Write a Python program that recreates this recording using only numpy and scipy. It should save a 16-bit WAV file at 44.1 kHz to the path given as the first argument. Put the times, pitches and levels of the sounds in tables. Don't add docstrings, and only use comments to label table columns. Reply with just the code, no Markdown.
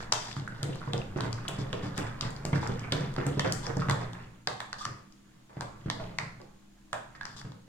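import sys
import numpy as np
from scipy import signal
from scipy.fft import rfft, irfft, next_fast_len
from scipy.io import wavfile
from scipy.ndimage import uniform_filter1d

SR = 44100
rng = np.random.default_rng(int(sys.argv[2]) if len(sys.argv) > 2 else 0)


def wav_out(sig):
    wavfile.write(sys.argv[1], SR, np.round(np.clip(np.atleast_2d(sig).T, -1, 1) * 32767).astype(np.int16))


N = 338667
TOP_HZ = 16000

# start_s, thump_db (table), plop_hz, plop_db, slap_db
PUSHES = [(.125, -57, 760, -39, -55), (.366, -39, 270, -52, -45), (.629, -38, 320, -40, -41.5),
          (.692, -42, 315, -39, -57), (.874, -39, 457, -44.5, -61), (.936, -37.5, 500, -34.5, -48),
          (1.16, -35, 374, -35, -46), (1.235, -37, 426, -39, -38.5), (1.484, -44, 493, -40.5, -41),
          (1.586, -35.5, 323, -38.5, -55), (1.729, -42.5, 430, -37.5, -40),
          (1.834, -34.5, 398, -43.5, -43.5), (1.981, -38.5, 356, -36.5, -37),
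          (2.224, -38, 503, -44.5, -39.5), (2.451, -39.5, 380, -45, -39.5), (2.5299, -28, 440, -34.5, -36),
          (2.692, -38.5, 310, -37, -39.5), (2.922, -34.5, 490, -33, -32.5), (3.008, -40.5, 390, -43.5, -47),
          (3.18, -38.5, 344, -32, -42.5), (3.265, -33, 275, -34, -41), (3.371, -34, 350, -37, -51),
          (3.445, -37, 293, -29.5, -34.5), (3.668, -45, 517, -37, -61), (3.694, -39, 398, -33.5, -55),
          (3.768, -34, 293, -36, -59), (3.886, -30, 374, -35.5, -37.5), (4.472, -48, 600, -41.5, -46),
          (4.863, -47, 370, -54, -42.5), (5.569, -41.5, 400, -49, -59), (5.618, -45.5, 596, -45, -49),
          (5.859, -36, 333, -47, -51), (5.998, -46.5, 540, -46, -43.5), (6.2, -48, 740, -44, -46.5),
          (6.401, -75.5, 388, -51, -61), (6.929, -54, 714, -41, -46.5), (7.447, -43.5, 257, -56, -54)]
# start_s, knock_db, tick_hz, tick_db, crack_db
CLACKS = [(0.1237, -23, 5400, -19.5, -34), (.1259, -52, 3560, -27.5, -52), (0.3147, -51, 4200, -48, -59),
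          (0.329, -58, 3870, -44.5, -70), (.388, -75, 5970, -56, -58), (.398, -58, 4000, -48, -71),
          (0.48, -65, 3984, -65, -52), (0.6308, -48, 3600, -39, -35.5), (.757, -42.5, 3980, -56, -54),
          (.934, -34, 3340, -35, -42.5), (.979, -58, 4690, -43, -56), (1.176, -39, 6000, -50, -66),
          (1.2074, -33.5, 3640, -37, -44), (1.329, -39, 4800, -36.5, -53), (1.481, -69, 3040, -34.5, -83),
          (1.4852, -59, 4350, -59, -34.5), (1.7298, -42, 2970, -36.5, -51), (1.9783, -46, 3600, -47, -34.5),
          (2.2104, -42, 4260, -30, -45), (2.306, -60, 6470, -48, -47), (2.364, -49, 4560, -45.5, -75),
          (2.4525, -36, 4280, -41.5, -37), (2.5306, -27.5, 2300, -51, -68), (2.6742, -41, 5240, -43, -48),
          (2.795, -54, 5280, -46, -54), (2.922, -42, 3770, -29, -67), (2.924, -47, 4370, -33, -37.5),
          (3.009, -53, 5000, -49, -58), (3.14, -70, 3540, -56, -53.5), (3.164, -33, 3900, -45, -69),
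          (3.184, -40, 1980, -44, -68), (3.2667, -49, 5470, -53, -36), (3.395, -28.5, 3180, -30.5, -39),
          (3.396, -56, 5100, -34.5, -52), (3.448, -32, 2000, -46, -70), (3.5235, -39, 4700, -31, -28),
          (3.667, -36, 5330, -36, -66), (3.7697, -45, 5100, -45, -51), (3.8976, -22, 3600, -36, -34),
          (3.911, -27, 3640, -34.5, -44), (4.1328, -44, 3570, -51.5, -54), (4.473, -26, 4080, -29, -41),
          (4.6035, -31.5, 3540, -40, -44), (4.7301, -34.5, 4180, -38, -54), (4.8526, -40, 4960, -33.5, -69),
          (5.1242, -80, 5000, -57, -79), (5.609, -31, 4060, -41, -43), (5.9006, -29, 4030, -30, -48),
          (6.1861, -30, 4240, -33, -43.5), (6.416, -77, 4540, -56.5, -73),
          (6.9304, -26.5, 2970, -43.5, -39), (7.212, -40, 3820, -47.5, -66), (7.232, -50, 4760, -54, -70),
          (7.254, -39.5, 4800, -38.5, -67), (7.268, -48, 5200, -59, -70), (7.415, -46, 4670, -51, -74),
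          (7.52, -52.5, 3950, -55, -82)]


def amp(db):
    return 10 ** (np.asarray(db) / 20)


def unit(x):
    return x / np.sqrt(np.mean(x ** 2) + 1e-20)


def along(points, hz):
    f, v = np.transpose(points)
    return np.interp(np.log(hz + 1), np.log(f + 1), v)


def filtered(x, response):
    n = x.shape[-1]
    m = next_fast_len(n + min(n, SR // 4))
    return irfft(rfft(x, m) * response(np.fft.rfftfreq(m, 1 / SR)), m)[..., :n]


def resonance(f, hz, q):
    return 1j * f * hz / q / (hz * hz - f * f + 1j * f * hz / q)


def noise(spectrum, channels):
    return unit(filtered(rng.standard_normal((channels, N)), lambda f: amp(along(spectrum, f))))


def add(track, s, sound):
    i = int(np.clip(round(s * SR), 0, N - 1))
    track[..., i:i + sound.shape[-1]] += sound[..., :N - i]


def ringing(modes, scatter_db):
    t = np.arange(SR * 2 // 3) / SR
    out = np.zeros(len(t))
    for hz, db, t60 in modes:
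        level_db = db + scatter_db * rng.standard_normal()
        out += amp(level_db - 60 * t / t60) * np.sin(2 * np.pi * hz * t)
    return out


def ping(hz, q, soft=1.97, span=0.0043):
    blow = signal.unit_impulse(SR // 20)
    ring = filtered(blow, lambda f: resonance(f, hz, q) * resonance(f, hz, soft))
    return unit(ring) * np.sqrt(span * SR / len(ring))


def smear(envelope, hz, q, apart, grit_db=4):
    n = len(envelope)
    grip = amp(grit_db * unit(uniform_filter1d(rng.standard_normal(n), size=130)))
    force = grip * (rng.standard_normal(n) + apart * rng.standard_normal((2, n)))
    return envelope * unit(filtered(force, lambda f: resonance(f, hz, q) * resonance(f, hz, 0.9)))


def background(air_db=-62, whine_hz=6700, whine_db=-79):
    # pitch_hz, level_db
    air_spectrum = [(25, -12), (50, -30), (100, -15), (160, -11), (205, -3.5), (245, -1), (320, -1),
                    (420, -19.5), (1200, -23), (3000, -21), (7000, -26.5), (15000, -23)]
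    # pitch_hz, level_db
    hum_tones = [(199.5, -63.5), (318, -71.5)]
    t = np.arange(N) / SR
    shared = noise(air_spectrum, channels=1)
    apart = noise(air_spectrum, channels=2)
    air = amp(air_db) * unit(shared + 11.0 * apart)
    hum = sum(amp(db) * np.sqrt(2) * np.sin(2 * np.pi * hz * t) for hz, db in hum_tones)
    hiss = rng.standard_normal((2, N))
    whine = amp(whine_db) * unit(filtered(hiss, lambda f: resonance(f, whine_hz, 29) ** 2))
    return air + hum + whine


def arm_effort():
    # start_s, effort_db
    effort_points = [(0, -45.5), (.3, -50.5), (.55, -46), (.8, -45.5), (2.3, -44.5), (3.85, -42),
                     (4.25, -49.5), (4.45, -66), (4.75, -56), (5.1, -62.5), (5.5, -62.5), (6.05, -44.5),
                     (6.3, -54), (6.6, -63), (7.0, -65), (7.25, -53), (7.68, -62)]
    s, db = np.transpose(effort_points)
    return np.interp(np.arange(N) / SR, s, db)


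def shake(rest_db=-63, effort_db=-1):
    # pitch_hz, level_db
    rumble_spectrum = [(10, 5), (22, -7), (31, 5.5), (40, -17), (60, -0.5), (77, -29), (110, -40),
                       (300, -51)]
    return np.hypot(amp(rest_db), amp(arm_effort() + effort_db)) * noise(rumble_spectrum, channels=1)


def slips(length, per_s, spread_db):
    slip_t60 = 0.0053
    n, t = int(length * SR), np.arange(SR // 100) / SR
    when, size = rng.random(400), rng.standard_normal(400)
    count = int(np.clip(length * per_s, 3, len(when)))
    power = amp(spread_db * np.clip(size[:count], -2, 2)) ** 2
    jolts = np.bincount((when[:count] * n).astype(int), power, n)
    grip = np.sqrt(np.abs(signal.fftconvolve(jolts, amp(-60 * t / slip_t60) ** 2)[:n]))
    swell = np.sqrt(np.abs(np.sin(np.pi * np.sqrt(np.linspace(0, 1, n)))))
    rub = rng.standard_normal(n) + 1.3 * rng.standard_normal((2, n))
    return np.pad(swell * grip * rub, ((0, 0), (0, SR // 25)))


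def hollow(force, hz, q=5, glide=1.116):
    low, high = (filtered(force, lambda f: resonance(f, pitch, q)) for pitch in (hz / glide, hz * glide))
    fade = np.linspace(0, 1, force.shape[-1])
    return (1 - fade) * low + fade * high


def rim(x):
    # pitch_hz, level_db, q
    rim_modes = [(3506, -5.5, 16), (4790, -9, 26), (5160, -19, 93), (6400, -39, 98), (7140, -16, 69),
                 (7480, -9.5, 44)]
    return filtered(x, lambda f: sum(amp(db) * resonance(f, hz, q) for hz, db, q in rim_modes))


def scrapes(rasp_db=0, hollow_db=5, bare_db=-2, bare_hz=4700, ring_db=7):
    # start_s, length_s, hollow_hz, rasp_db (in cream), bare_db (on glass)
    strokes = [(0, 0.059, 910, -45.5, -51), (0.121, 0.0068, 890, -32, -36), (.199, 0.16, 890, -51.5, -48),
               (0.36, 0.035, 1080, -57, -51), (0.575, .055, 1690, -56.5, -66),
               (0.808, 0.036, 1200, -48.5, -76), (.87, 0.038, 1020, -49, -64),
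               (1.162, 0.063, 980, -43, -57), (1.232, 0.051, 960, -46, -55),
               (1.364, 0.035, 1300, -51.5, -60), (1.442, .031, 1290, -49, -61),
               (1.584, 0.055, 870, -57, -49.5), (1.826, 0.074, 1050, -51, -53.5),
               (1.962, .052, 980, -43, -49), (2.066, 0.013, 1010, -43.5, -52.5),
               (2.225, 0.07, 1030, -48, -52), (2.547, 0.043, 1700, -43.5, -48),
               (2.609, 0.092, 1080, -42.5, -51), (2.827, 0.095, 1420, -52.5, -75),
               (3.18, .05, 870, -42, -58), (3.235, .032, 1050, -53, -66), (3.442, .05, 1000, -39.5, -67),
               (3.629, 0.052, 1082, -49, -48.5), (3.693, .029, 1000, -41.5, -64),
               (3.795, .02, 1600, -47, -48), (3.817, .028, 1160, -48, -53.5), (3.998, 0.065, 950, -46, -56),
               (4.782, 0.085, 1220, -59, -47), (5.491, 0.096, 930, -61, -74), (5.563, 0.051, 890, -54, -69),
               (5.719, 0.073, 1020, -63, -78), (5.862, 0.035, 1130, -53, -73),
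               (7.151, 0.023, 1620, -53, -61), (7.276, 0.095, 1120, -73, -60),
               (7.363, 0.059, 1170, -57.5, -49)]
    # pitch_hz, level_db
    rasp_spectrum = [(100, -19), (300, 2.5), (600, -1.5), (1200, 1), (1900, -0.5), (2500, -8.5),
                     (4000, -30.5), (9000, -49), (15000, -49)]
    coarse_per_s, fine_per_s = 200, 1500
    out = np.zeros((2, N))
    for s, length, hz, rasp, bare in strokes:
        coarse = slips(length, coarse_per_s, spread_db=3.5)
        dull = filtered(coarse, lambda f: amp(along(rasp_spectrum, f)))
        dull = dull + amp(hollow_db) * hollow(dull, hz)
        fine = slips(length, fine_per_s, spread_db=2.0)
        bright = filtered(fine, lambda f: resonance(f, bare_hz, 1.18) ** 2)
        bright = bright + amp(ring_db) * rim(bright)
        sound = amp(rasp + rasp_db) * unit(dull) + amp(bare + bare_db) * unit(bright)
        add(out, s, sound * np.sqrt(length * SR / sound.shape[1]))
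    return out


def bubbles(count, hz, spread, cycles, rise, size_db):
    when, pan = rng.random((2, count, 1))
    pitch = np.clip(hz * np.exp(spread * rng.standard_normal((count, 1))), 100, SR / 3)
    size = amp(size_db * np.minimum(rng.exponential(size=(count, 1)), np.e))
    k = np.arange(SR // 100)
    age = k / SR * pitch / cycles
    envelope = size * age * np.exp(-np.pi * age) * (1 - k / len(k))
    grain = envelope * np.sin(2 * np.pi * cycles * age * (1 + rise * np.minimum(age, 2)))
    at = ((when * N).astype(int) + k).ravel()
    sides = [np.bincount(at, (grain * side).ravel(), N)[:N] for side in (np.sqrt(pan), np.sqrt(1 - pan))]
    return unit(np.array(sides))


def clumps():
    clump_s, clump_db = 0.063, 3
    smooth = lambda x: uniform_filter1d(x, size=int(clump_s * SR))
    return unit(amp(clump_db * unit(smooth(smooth(rng.standard_normal(N))))))


def drag():
    rise_s, release_s = 0.027, 0.058
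    flow, t = np.zeros(N), np.arange(SR // 2) / SR
    swell = np.minimum(t / rise_s, 1) * np.exp(-np.maximum(t - rise_s, 0) / release_s)
    for s, _, _, _, slap in PUSHES:
        add(flow, s, amp(slap) * swell)
    return flow


def cream(churn_db=1.5, squelch_db=-11, crackle_db=-19,
          churn_drag_db=-1, squelch_drag_db=-13, crackle_drag_db=-17):
    # pitch_hz, level_db
    churn_spectrum = [(30, -44), (90, -7.5), (122, 0.5), (175, -3.5), (240, -12), (450, -22.5),
                      (900, -29.5), (3000, -50)]
    beating_db, churn_grows = -40, 1.124
    effort, flow = arm_effort(), drag()

    def level(steady_db, drag_db):
        return np.hypot(amp(effort + steady_db), amp(drag_db) * flow)

    churn_level = level(churn_db + (churn_grows - 1) * (effort - beating_db), churn_drag_db)
    churn = churn_level * noise(churn_spectrum, channels=1)
    small = bubbles(count=3200, hz=1189, spread=0.424, cycles=6.7, rise=0.13, size_db=-0.5)
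    tiny = bubbles(count=5000, hz=4250, spread=0.32, cycles=3.1, rise=0.022, size_db=4.5)
    squelch = clumps() * level(squelch_db, squelch_drag_db) * small
    crackle = clumps() * level(crackle_db, crackle_drag_db) * tiny
    return churn + squelch + crackle


def contacts(knock_hz=1000, knock_db=-3.0, pop_db=1, tick_db=0.5, steel_hz=3350, steel_db=-11,
             crack_hz=7700, crack_db=0, edge_hz=12500, edge_db=-14):
    # start_s, pitch_hz, level_db, q
    pops = [(.3143, 1910, -42.5, 2), (.4765, 1500, -33.5, 4.2), (1.017, 2540, -42, 3.4),
            (.816, 1320, -43, 4), (.876, 1020, -41, 3.3), (1.386, 1400, -46, 2.7), (1.453, 1110, -43, 3),
            (2.56, 1710, -38, 4.8), (3.184, 1500, -40, 2.3), (3.82, 1160, -33, 3),
            (1.7288, 1520, -40.5, 3.3), (1.9685, 1650, -52, 3.4), (2.208, 1240, -38, 4),
            (2.533, 2200, -34.5, 6.5), (2.63, 850, -34.5, 3), (2.9228, 1670, -52, 3),
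            (3.396, 1880, -29.5, 3.7), (3.667, 1720, -38, 2.7), (3.8972, 1950, -28.5, 5.2),
            (4.4748, 1760, -32, 3), (4.6046, 1800, -37, 3.2), (4.7292, 1640, -35.5, 4.2),
            (4.809, 1210, -36.5, 10), (4.8528, 1200, -29, 4.4), (4.8528, 1640, -36.5, 3.8),
            (5.609, 1650, -46, 5.9), (5.9003, 1800, -30.5, 2.3), (6.1868, 2000, -27, 4),
            (6.186, 2400, -44, 4), (6.9305, 1830, -36.5, 6.4), (6.9305, 2670, -40, 2.3),
            (7.151, 1540, -50, 2.4), (7.2103, 1655, -33, 7.8), (7.2235, 1670, -51, 7.7),
            (7.232, 1630, -43, 4), (7.254, 1630, -40, 2.3), (7.2664, 1640, -47, 2.7),
            (7.415, 1540, -48, 1.7)]
    rebound_s, rebound_spread, rebound_db = 0.0018, .15, -13.5
    for s, knock, tick_hz, tick, crack in CLACKS:
        steel = amp(tick + tick_db) * ping(tick_hz, q=2.8) + amp(tick + steel_db) * ping(steel_hz, q=3.0)
        glass = amp(knock + knock_db) * ping(knock_hz, q=0.63) + steel
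        glass -= amp(crack + crack_db) * ping(crack_hz, q=1.05)
        glass -= amp(crack + edge_db) * ping(edge_hz, q=2.7)
        delay = int(SR * rebound_s * np.exp(rebound_spread * rng.standard_normal()))
        rebound = amp(rebound_db) * np.pad(steel, (delay, 0))[:len(glass)]
        yield s, glass + rebound, 0
    for s, hz, db, q in pops:
        yield s, 0, amp(db + pop_db) * ping(hz, q=q, soft=q)


def spoon(pop_send=0.6, scatter_t60=0.013):
    sent, near = np.zeros(N), np.zeros((2, N))
    t = np.arange(SR // 50) / SR
    for s, glass, pocket in contacts():
        bounces = rng.standard_normal(len(t)) + 1.9 * rng.standard_normal((2, len(t)))
        bounces = bounces * amp(-60 * t / scatter_t60)
        paths = signal.unit_impulse(len(t)) + .75 * unit(bounces) / np.sqrt(len(t))
        clack = glass - pocket
        heard = signal.fftconvolve(clack[None], paths, axes=1)[:, :len(clack)]
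        add(near, s, unit(heard) * np.std(clack))
        add(sent, s, glass - pop_send * pocket)
    return sent, near


def after_ring(after_db=-29, hard_db=-19, grows=1.4):
    # pitch_hz, level_db, t60_s
    bowl_modes = [(3400, -9, .45), (4530, -13, .22), (4830, -8, 0.31), (5020, -8, .35), (7321, -4, 0.65),
                  (7580, -17.5, .45), (7440, -9, 0.57)]
    out = np.zeros(N)
    for s, _, _, tick, _ in CLACKS:
        song = ringing(bowl_modes, scatter_db=3)
        add(out, s, amp(hard_db + grows * (tick - hard_db) + after_db) * song)
    return out


def folds(plop_db=5.5, plop_t60=0.093, slap_hz=1300, slap_db=3, slap_t60=0.071):
    out, t = np.zeros((2, N)), np.arange(SR // 12) / SR
    for s, _, plop_hz, plop, slap in PUSHES:
        plop_fade = amp(plop + plop_db - 60 * t / plop_t60)
        slap_fade = amp(slap + slap_db - 60 * t / slap_t60)
        add(out, s, smear(plop_fade, plop_hz, q=1.08, apart=0.99))
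        add(out, s, smear(slap_fade, slap_hz, q=0.77, apart=0.86))
    return out


def table(thump_db=8, wall_s=0.0276, wall_db=-2, boom_db=1):
    # pitch_hz, level_db, t60_s
    board_modes = [(136.6, 5, 0.099), (182.6, -1, 0.047), (273.2, -9, 0.12)]
    # pitch_hz, level_db, t60_s
    boom_modes = [(118.2, -7, 1), (142.2, -17, 0.31), (176.2, -13, 1), (207, -16, 1), (283, -13, 0.23),
                  (323, -28, 0.32), (370, -22, 0.18), (479, -13.5, 0.22), (528, -9, 0.27)]
    out = np.zeros(N)
    for s, thump, _, _, _ in PUSHES:
        thud = -amp(thump + thump_db) * ringing(board_modes, scatter_db=1.0)
        add(out, s, thud)
        add(out, s + wall_s, amp(wall_db) * thud)
        add(out, s + 2 * wall_s, amp(thump + boom_db) * ringing(boom_modes, scatter_db=4.5))
    return filtered(out, lambda f: resonance(f, 171, 0.92))


def slurps(slurp_db=1):
    # start_s, length_s, pitch_hz, level_db
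    sucks = [(0.727, 0.024, 2980, -52), (2.833, 0.021, 2230, -44.5), (3.819, 0.029, 1240, -42.5),
             (4.813, 0.038, 1210, -47.5), (5.994, 0.027, 637, -43.5)]
    out = np.zeros((2, N))
    for s, length, hz, db in sucks:
        swell = np.sin(np.pi * np.sqrt(np.linspace(0, 1, int(length * SR))))
        add(out, s, amp(db + slurp_db) * smear(swell, hz, q=6.8, apart=0.12))
    return out


def kitchen(x):
    # pitch_hz, t60_s
    echo_times = [(150, 0.4), (500, 0.42), (1500, 0.49), (5000, 0.46), (9000, 0.43), (15000, 0.21)]
    # pitch_hz, level_db
    echo_levels = [(60, -2.5), (170, -5), (450, 5), (1000, 1), (2000, 0.5), (4500, -8.5), (7500, -7.5),
                   (14000, -1.5)]
    # pitch_hz, likeness (1 = the same)
    likeness = [(150, .99), (300, 0.36), (600, 0), (2000, 0)]

    def mid_side(f):
        turn = np.arccos(np.clip(along(likeness, f), -1, 1)) / 2
        return amp(along(echo_levels, f)) * [np.cos(turn), np.sin(turn)]

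    out, hop = np.zeros((2, N)), SR // 3
    for start in range(0, N, hop):
        hz, t, z = signal.stft(rng.standard_normal((2, SR * 2 // 3)), SR, nperseg=256)
        t60 = along(echo_times, hz)[:, None]
        decay = amp(-60 * t / t60) * np.sqrt(2 * np.log(1000) / (t60 * SR))
        tails = signal.istft(z * decay, SR, nperseg=256)[1]
        mid, side = filtered(tails, mid_side)
        echo = signal.fftconvolve(x[None, start:start + hop], [mid + side, mid - side], axes=1)
        add(out, start / SR + .006, echo)
    return out


def balance(x, points, lead_s=0):
    def response(f):
        side = np.array([[.5], [-.5]])
        gain = amp(side * along(points, f))
        gain = gain / np.sqrt(np.mean(gain ** 2, axis=0))
        return gain * np.exp(2j * np.pi * f * side * lead_s)

    return filtered(x, response)


def scene(lead_s=0.000086, clack_room_db=1.0, rim_room_db=-3):
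    # pitch_hz, left_minus_right_db
    facing = [(600, -0.5), (1100, -3), (1700, -6), (2300, 9), (3700, -2.5), (5500, -0.5), (7800, -4),
              (13000, 5)]
    # pitch_hz, left_minus_right_db
    ports = [(100, 0.6), (300, 0), (600, -4.5), (1100, -0.5), (1700, -3), (2300, -4.5), (3000, 2),
             (4500, 2), (5500, 12), (6500, 7.5), (7800, 21.5), (9500, 10.5), (13000, 0)]
    near_wall_s, near_wall_db = 0.012, -16
    clacks, near_clacks = spoon()
    soft = folds() + slurps() + scrapes() + cream() + table()
    ring = rim(clacks + soft[0]) + after_ring()
    direct = balance(near_clacks + soft + ring, facing, lead_s)
    echoes = kitchen(amp(clack_room_db) * clacks + soft[0] + amp(rim_room_db) * ring)
    add(echoes, near_wall_s, amp(near_wall_db) * near_clacks)
    return balance(direct + echoes, ports) + shake() + background()


def record(dry):
    colour = [(100, -2.0), (7700, 1), (10500, -6), (15000, -13.0)]  # pitch_hz, level_db
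    return filtered(dry, lambda f: amp(along(colour, f)) * (f < TOP_HZ))


dry = scene()
out = record(dry)
wav_out(out)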